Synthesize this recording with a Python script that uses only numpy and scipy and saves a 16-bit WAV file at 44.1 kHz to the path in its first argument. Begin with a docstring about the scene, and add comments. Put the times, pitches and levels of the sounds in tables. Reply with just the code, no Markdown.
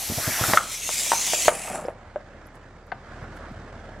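"""A hiss, close to the microphone: liquid and air escape the neck of a full plastic bottle as a car tyre
rolls slowly over it on a concrete driveway. A wide fan tightens to a jet, then dies in a last fizz.
The bottle thumps, and its wall buckles and springs back with hollow pops and crackles, which an open
garage faintly answers. Behind it and to the right the engine idles, nearer from about three seconds."""
import sys
import numpy as np
from scipy import signal
from scipy.fft import rfft, irfft, next_fast_len
from scipy.io import wavfile
from scipy.ndimage import uniform_filter1d, map_coordinates

SR = 44100
rng = np.random.default_rng(int(sys.argv[2]) if len(sys.argv) > 2 else 0)


def int16_out(signal):
    """Quantize to a 16-bit WAV file."""
    q = np.round(np.clip(np.atleast_2d(signal).T, -1, 1) * 32767)
    wavfile.write(sys.argv[1], SR, q.astype(np.int16))


N = 176400
TIME = np.arange(N) / SR


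def amp(db):
    """Decibels to gain."""
    return 10 ** (np.asarray(db) / 20)

def unit(x):
    """Scale to rms 1."""
    return x / np.sqrt(np.mean(x ** 2) + 1e-20)

def along(points, hz):
    """Read (f/Hz, value) points on a log frequency axis."""
    f, values = np.transpose(points)
    return np.interp(np.log(hz + 1), np.log(f + 1), values)

def level(rows):
    """Gain per sample from (t/s, level/dB) rows."""
    return amp(np.interp(TIME, *np.transpose(rows)))

def after(s, fade_s=.0403):
    """A fade from 0 to 1 around time s."""
    return np.clip((TIME - s) / fade_s + .5, 0, 1)

def wobble(rate, size=N):
    """A smooth random curve, rate knots a second."""
    knots = rng.standard_normal(int(size * rate / SR) + 4)
    return map_coordinates(knots, [np.arange(size) * rate / SR])

def filtered(x, response):
    """Filter x by a function of frequency."""
    size = next_fast_len(N + SR // 2)
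    return irfft(rfft(x, size) * response(np.fft.rfftfreq(size, 1 / SR)), size)[..., :N]

def add(track, s, sound):
    """Mix a sound into a track at time s."""
    part = track[int(s * SR):][:len(sound)]
    part += sound[:len(part)]

def rush(colour, alike, patchy_db, grain_db=0, grain_rate=500):
    """Stereo noise of rms 1, clumped into grains, with patches of random gain in time and frequency."""
    spectra = signal.stft(rng.standard_normal((2, N)), nperseg=512)[2]
    patches = uniform_filter1d(rng.standard_normal(spectra.shape[1:]), size=3, axis=0)
    patches = uniform_filter1d(patches, size=14, axis=1)
    pair = signal.istft(spectra * amp(patchy_db * unit(patches)), nperseg=512)[1][:, :N]
    pair *= amp(grain_db * wobble(grain_rate))
    def mid_side(hz):
        width = np.arccos(np.clip(along(alike, hz), -1, 1)) / 2
        return amp(along(colour, hz)) * [np.cos(width), np.sin(width)]
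    mid, side = filtered(pair, mid_side)
    return unit(np.array([mid + side, mid - side]))

def crunch(colour, size, grain_db, grain_rate):
    """A run of uneven creases, each the shortest (minimum-phase) click of this colour; rms 1."""
    cepstrum = irfft(np.log(amp(along(colour, np.fft.rfftfreq(2048, 1 / SR)))))
    cepstrum[1:1024] *= 2
    cepstrum[1025:] = 0
    click = irfft(np.exp(rfft(cepstrum)))
    creases = rng.standard_normal(size) * amp(grain_db * wobble(grain_rate, size))
    return unit(signal.fftconvolve(creases, click)[:size])


# Spectra of the three stages of hiss at the neck: f/Hz, relative level/dB
FAN_SPECTRUM = [(1180, -28), (2000, -6), (3000, -7), (5050, -5), (5500, -2), (9320, -5), (12000, -3.5),
                (14600, -10.5), (15800, -23)]
JET_SPECTRUM = [(1100, -27), (1600, -14.5), (2200, -3.5), (3200, -3.5), (4600, -5.5), (6600, 2),
                (8150, -.5), (12000, -10), (15800, -19.5)]
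FIZZ_SPECTRUM = [(900, -21), (1700, -7), (2500, 2.5), (3500, -10.5), (5400, -9), (7900, 0), (10500, -3.5),
                 (12000, -14.5), (15800, -25)]
# Likeness of the hiss at the two microphones: f/Hz, correlation
SPRAY_LIKENESS = [(2500, .998), (4200, 1), (7000, 0.69), (14000, .54)]
# The spray climbs with the squeeze and drops as the bottle gives way: t/s, level/dB
SPRAY_STRENGTH = [(0, -31.5), (.5, -25), (.572, -26.5), (.6, -34), (.695, -34.5), (.718, -30),
                  (.785, -30.5), (.825, -32), (.88, -27.5), (.975, -24), (1.2, -25), (1.478, -23),
                  (1.5, -32.5), (1.765, -37.5), (1.835, -52), (1.92, -66)]

def spray(fan_end_s=.577, jet_end_s=1.495, notch_hz=8680, notch_width_hz=230, notch_db=-8):
    """Liquid and air forced out close to the microphone: fan, jet and fizz, each broken into droplets."""
    tight, spent, stopped = after(fan_end_s), after(jet_end_s), after(SPRAY_STRENGTH[-1][0])
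    fan = rush(FAN_SPECTRUM, SPRAY_LIKENESS, patchy_db=1.76, grain_db=.85, grain_rate=1200)
    jet = rush(JET_SPECTRUM, SPRAY_LIKENESS, patchy_db=3.2, grain_db=1.4, grain_rate=700)
    jet *= amp(.8 * wobble(55))  # the jet spits unevenly
    fizz = rush(FIZZ_SPECTRUM, SPRAY_LIKENESS, patchy_db=3, grain_db=2.6, grain_rate=300)
    hiss = np.sqrt(1 - tight) * fan
    hiss += np.sqrt(tight * (1 - spent)) * jet
    hiss += np.sqrt(spent * (1 - stopped)) * fizz
    treble_dip = lambda hz: amp(notch_db * np.exp(-((hz - notch_hz) / notch_width_hz) ** 2))
    return filtered(level(SPRAY_STRENGTH) * hiss, treble_dip)


# Liquid moving inside the bottle: t/s, level/dB
CHURN_LEVEL = [(0, -43.5), (.3, -40.5), (.52, -32.5), (.64, -45.5), (.82, -61), (1.02, -46), (1.3, -43),
               (1.52, -36.5), (1.62, -45.5), (1.7, -38), (1.88, -37.5), (1.95, -53)]
# Its hollow spectrum: f/Hz, relative level/dB
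CHURN_SPECTRUM = [(70, -35), (185, -8.5), (450, -10), (660, 0.5), (950, -7), (1500, -14.5), (8000, -63.5)]
# Almost the same at both microphones: f/Hz, correlation
CHURN_LIKENESS = [(1000, .999)]

def churn():
    """Liquid churns in the body of the bottle, close and central."""
    slosh = rush(CHURN_SPECTRUM, CHURN_LIKENESS, patchy_db=2.5, grain_db=3.5, grain_rate=140)
    return level(CHURN_LEVEL) * (1 - after(CHURN_LEVEL[-1][0])) * slosh


# Engine hum, farther off and nearer: multiple of the firing rate, rms level/dB
HUM_FAR = [(1, -53), (2, -57.5), (3, -61.5)]
HUM_NEAR = [(1, -48), (2, -50.5), (3, -58.5), (6, -56)]
# Noise from the engine bay: t/s, level/dB
BAY_LEVEL = [(1.95, -47.5), (2.45, -46.5), (2.87, -49), (3.05, -45), (3.12, -42), (3.5, -42.5), (3.98, -44)]
# Its spectrum: f/Hz, relative level/dB
BAY_SPECTRUM = [(45, -25.5), (77, -3), (140, -8), (400, -13), (650, -11), (900, -16.5), (1700, -16.5),
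                (2700, -29.5), (7600, -39.5), (14000, -68)]
# Likeness of the car at the two microphones: f/Hz, correlation
CAR_LIKENESS = [(100, .999), (1300, 0.93), (7000, 0.17)]

def engine(firing_hz=37, nearer_s=3.09):
    """The idle behind the bottle: harmonics of the firing rate, and bay noise that pulses with it."""
    phase = 2 * np.pi * np.cumsum(firing_hz * (1 + .01198 * wobble(3.7))) / SR
    def hum(orders):
        return np.sqrt(2) * sum(
            amp(db + .43 * wobble(4.5)) * np.sin(order * phase + rng.uniform(0, 2 * np.pi))
            for order, db in orders)
    noise = rush(BAY_SPECTRUM, CAR_LIKENESS, patchy_db=1.5, grain_db=1.2, grain_rate=200)
    bay = level(BAY_LEVEL) * (1 + .05 * np.sin(phase)) * noise
    near = after(nearer_s)
    return bay + (1 - near) * hum(HUM_FAR) + near * hum(HUM_NEAR)


# Low thumps of the squeezed bottle: t/s, relative level/dB
SQUEEZES = [(.096, -23), (0.173, -25), (0.272, -22), (.411, -20.5), (.481, -21), (.533, -26)]
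# Plastic crushed under the rubber: f/Hz, relative level/dB
CRUSH_SPECTRUM = [(60, -22), (110, -4.5), (220, 0), (400, -9.5), (650, -8.5), (1500, -32), (5000, -45.5)]

def thumps(swing_hz=103, swing_t60_s=.1, crush_t60_s=.13, attack_s=.002):
    """The tyre bears down on the bottle: an unsteady low swing and a ragged crush of plastic."""
    out, t = np.zeros(N), np.arange(SR // 4) / SR
    for s, db in SQUEEZES:
        cycles = swing_hz * np.cumsum(1 + .15 * wobble(150, len(t))) / SR
        swing = np.sin(2 * np.pi * cycles) * amp(-60 * t / swing_t60_s)
        crush = crunch(CRUSH_SPECTRUM, len(t), grain_db=4, grain_rate=250)
        crush *= amp(-2.5 - 60 * t / crush_t60_s)
        add(out, s, amp(db) * (swing + crush) * (1 - np.exp(-t / attack_s)))
    return out


# Liquid sputtering through the neck: t/s, level/dB
SPUTTER_LEVEL = [(.14, -54), (.23, -35), (.36, -33.5), (.57, -31), (.66, -47.5), (.82, -60), (1.1, -52),
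                 (1.16, -38.5), (1.25, -50), (1.6, -53.5), (1.8, -42.5), (1.92, -57)]
# Its wandering resonance: t/s, f/Hz
NECK_RESONANCE = [(.22, 1500), (.32, 1950), (.42, 1600), (.6, 1301), (1.16, 1099), (1.68, 1900),
                  (1.82, 1148)]

def sputter(width_hz=480, grain_db=2.5):
    """Liquid sputters at the neck, close up: a grainy band of noise that follows the resonance."""
    noise = filtered(rng.standard_normal((2, N)), lambda hz: 1 / (1 + (hz / width_hz) ** 3))
    phase = 2 * np.pi * np.cumsum(np.interp(TIME, *np.transpose(NECK_RESONANCE))) / SR
    band = noise[0] * np.cos(phase) + noise[1] * np.sin(phase)
    spits = unit(band * amp(grain_db * wobble(680)))
    return level(SPUTTER_LEVEL) * (1 - after(SPUTTER_LEVEL[-1][0])) * spits


# The bottle wall buckles: t/s, relative level/dB, f/Hz, t60/s, crack against ring/dB
BUCKLES = [(.185, -25, 660, 0.046, -20.5), (.438, -15.5, 1230, 0.012, -7), (.499, -21, 760, .014, -3),
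           (0.5354, -5, 1120, 0.0034, -2), (.541, -13, 620, 0.024, -22.5), (.573, -3, 1270, 0.013, -5),
           (.891, -28.5, 638, 0.034, 8.5), (1.118, -7.5, 845, 0.011, -7), (1.127, -18, 1000, .012, -3),
           (1.134, -13, 794, 0.011, -8), (1.334, -17, 610, 0.028, 1), (1.481, -1, 625, 0.02, -2.5),
           (1.699, -26.5, 740, 0.03, -12), (1.851, -23, 491, 0.038, -10), (1.884, -16.5, 520, 0.02, -11.5),
           (2.159, -19, 635, 0.028, -15), (2.918, -25, 1520, 0.013, -5), (2.9225, -20.5, 734, 0.019, -13)]
# Modes of the wall: multiple of the pitch, relative level/dB
RING_MODES = [(1, 5.5), (1.23, -10), (.78, -6), (2.05, -15), (2.8, -16)]
# Spectrum of each crack: f/Hz, relative level/dB
CRACK_SPECTRUM = [(200, -24), (480, -3), (900, 4), (1800, 5), (2700, -5), (4200, -18), (5500, -37),
                  (15000, -73)]
# The last pops come from the left: t/s, left minus right/dB
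BUCKLE_PAN = [(2.2, 0.55), (2.9, 5.5)]
# Reflections off the wheel and underbody: delay/s, gain
CAR_ECHOES = [(.0052, 0.09), (.0085, 0.23), (.0118, 0.07), (.0165, .07)]

def pops(ring_attack_s=.0014, crack_attack_s=.0005, crack_t60_s=.009, crumple_t60_s=.051):
    """Each buckle, close by, is a crack, a short hollow ring and a crumple, echoed under the car."""
    out, t = np.zeros((2, N)), np.arange(SR // 8) / SR
    sag = .15 * np.exp(-t / .0018)  # the ring starts sharp and settles
    crumple = amp(-19 - 60 * t / crumple_t60_s)  # small creases follow each crack
    crack_fade = (amp(-60 * t / crack_t60_s) + crumple) * (1 - np.exp(-t / crack_attack_s))
    for s, db, hz, t60, crack_db in BUCKLES:
        waver = .062 * wobble(500, len(t))  # the pitch wavers as the wall creases
        phase = 2 * np.pi * hz * np.cumsum(1 + sag + waver) / SR
        ring = sum(amp(mode_db + rng.normal()) * np.sin(ratio * phase) for ratio, mode_db in RING_MODES)
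        ring *= amp(-60 * t / t60) * (1 - np.exp(-t / ring_attack_s))
        crack = crack_fade * crunch(CRACK_SPECTRUM, len(t), grain_db=2.5, grain_rate=600)
        pop = amp(db + 1) * (ring / np.abs(ring).max() + amp(crack_db) * crack / np.abs(crack).max())
        pan_db = np.interp(s, *np.transpose(BUCKLE_PAN))
        add(out[0], s, amp(pan_db / 2) * pop)
        add(out[1], s, amp(-pan_db / 2) * pop)
    echoes = lambda hz: sum(gain * np.exp(-2j * np.pi * hz * delay) for delay, gain in CAR_ECHOES)
    return filtered(out, lambda hz: 1 + echoes(hz))


def bottle_hum(start_s=1.51, end_s=1.88, pitch_hz=183, width_hz=28, db=-47.5):
    """The nearly empty bottle hums faintly: noise in one narrow, hollow resonance."""
    hum = filtered(rng.standard_normal(N), lambda hz: 1 / (1 + ((hz - pitch_hz) / width_hz) ** 2))
    return amp(db) * (after(start_s) - after(end_s)) * unit(hum)


# Plastic and grit: t/s, relative level/dB, f/Hz, rise and fall time/s, width/Hz
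CRINKLES = [(1.862, -39.5, 5200, 0.0042, 900), (2.47, -41.5, 11300, 0.0028, 1500),
            (2.558, -55, 7950, 0.011, 5500), (2.869, -59, 10500, 0.0044, 6000),
            (3.367, -54, 8500, .013, 6000)]

def crinkles(grain_db=3, grain_rate=500):
    """Small crinkles of plastic and grit, each a soft swell of bright grainy noise."""
    out, t = np.zeros(N), np.arange(SR // 8) / SR
    middle, freqs = t.mean(), np.fft.rfftfreq(len(t), 1 / SR)
    for s, db, hz, fade_s, width_hz in CRINKLES:
        band = 1 / (1 + ((freqs - hz) / width_hz) ** 2) ** 2
        grains = rng.standard_normal(len(t)) * amp(grain_db * wobble(grain_rate, len(t)))
        crinkle = unit(irfft(rfft(grains) * band, len(t)))
        add(out, s - middle, amp(db - 8.5) * crinkle * np.exp(-np.abs(t - middle) / fade_s))
    return out


# The tyre's bumps and scuffs on the driveway: t/s, level/dB, half length/s
TYRE_BUMPS = [(3.232, -38, .016), (3.52, -39.5, 0.015)]
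TYRE_SCUFFS = [(3.242, -37, 0.015), (3.455, -44, .03)]
# Their spectra: f/Hz, relative level/dB
BUMP_SPECTRUM = [(50, -20), (105, 0), (250, -5), (900, -53)]
SCUFF_SPECTRUM = [(300, -12), (700, 4), (1650, 8), (2600, -18), (10000, -70)]

def tyre():
    """The tyre rumbles as it settles and scuffs on the concrete, in short swells of noise."""
    swells = lambda rows: sum(amp(db) * np.exp(-((TIME - s) / half) ** 2) for s, db, half in rows)
    rumble = rush(BUMP_SPECTRUM, CAR_LIKENESS, patchy_db=.5)
    scrape = rush(SCUFF_SPECTRUM, CAR_LIKENESS, patchy_db=1.5, grain_db=3, grain_rate=600)
    return swells(TYRE_BUMPS) * rumble + swells(TYRE_SCUFFS) * scrape


# Reverberation of the open garage: f/Hz, t60/s
GARAGE_DECAY = [(200, .3), (1200, 0.33), (4000, 0.11), (12000, 0.066)]

def garage(sound, side_db=-16):
    """The open garage answers with a short, nearly central tail."""
    hz, t, spectra = signal.stft(rng.standard_normal((2, SR // 2)), SR, nperseg=256)
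    decay = amp(-60 * t / along(GARAGE_DECAY, hz)[:, None])
    mid, side = signal.istft(spectra * decay, SR, nperseg=256)[1]
    tail = np.array([mid + amp(side_db) * side, mid - amp(side_db) * side]) / np.linalg.norm(mid)
    return signal.fftconvolve(sound[None], tail, axes=1)[:, :N]


# The car is louder at the right microphone: f/Hz, left minus right/dB
CAR_BALANCE = [(380, -0.36), (2000, -4.5), (7000, -0.5)]

def scene(garage_db=-17.5, left_lag_s=.00003):
    """From the microphones: the bottle close, its spray slightly left, the car behind and to the right."""
    sides = np.array([[.5], [-.5]])
    plastic = pops() + thumps() + crinkles()
    reverb = amp(garage_db) * garage(plastic.mean(axis=0))
    liquid = spray() * amp(.5 * sides) + sputter() + churn() + bottle_hum()
    def to_the_right(hz):
        return amp(along(CAR_BALANCE, hz) * sides) * np.exp(-2j * np.pi * hz * left_lag_s * sides)
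    car = filtered(engine() + tyre(), to_the_right)
    return plastic + reverb + liquid + car


def record(dry, ceiling=.88, top_hz=15850):
    """The recorder rounds off the highest peaks and keeps nothing above its band limit."""
    rounded = dry / (1 + np.abs(dry / ceiling) ** 6) ** (1 / 6)
    return filtered(rounded, lambda hz: np.clip((top_hz - hz) / 400 + .5, 0, 1))


dry = scene()
out = record(dry)
int16_out(out)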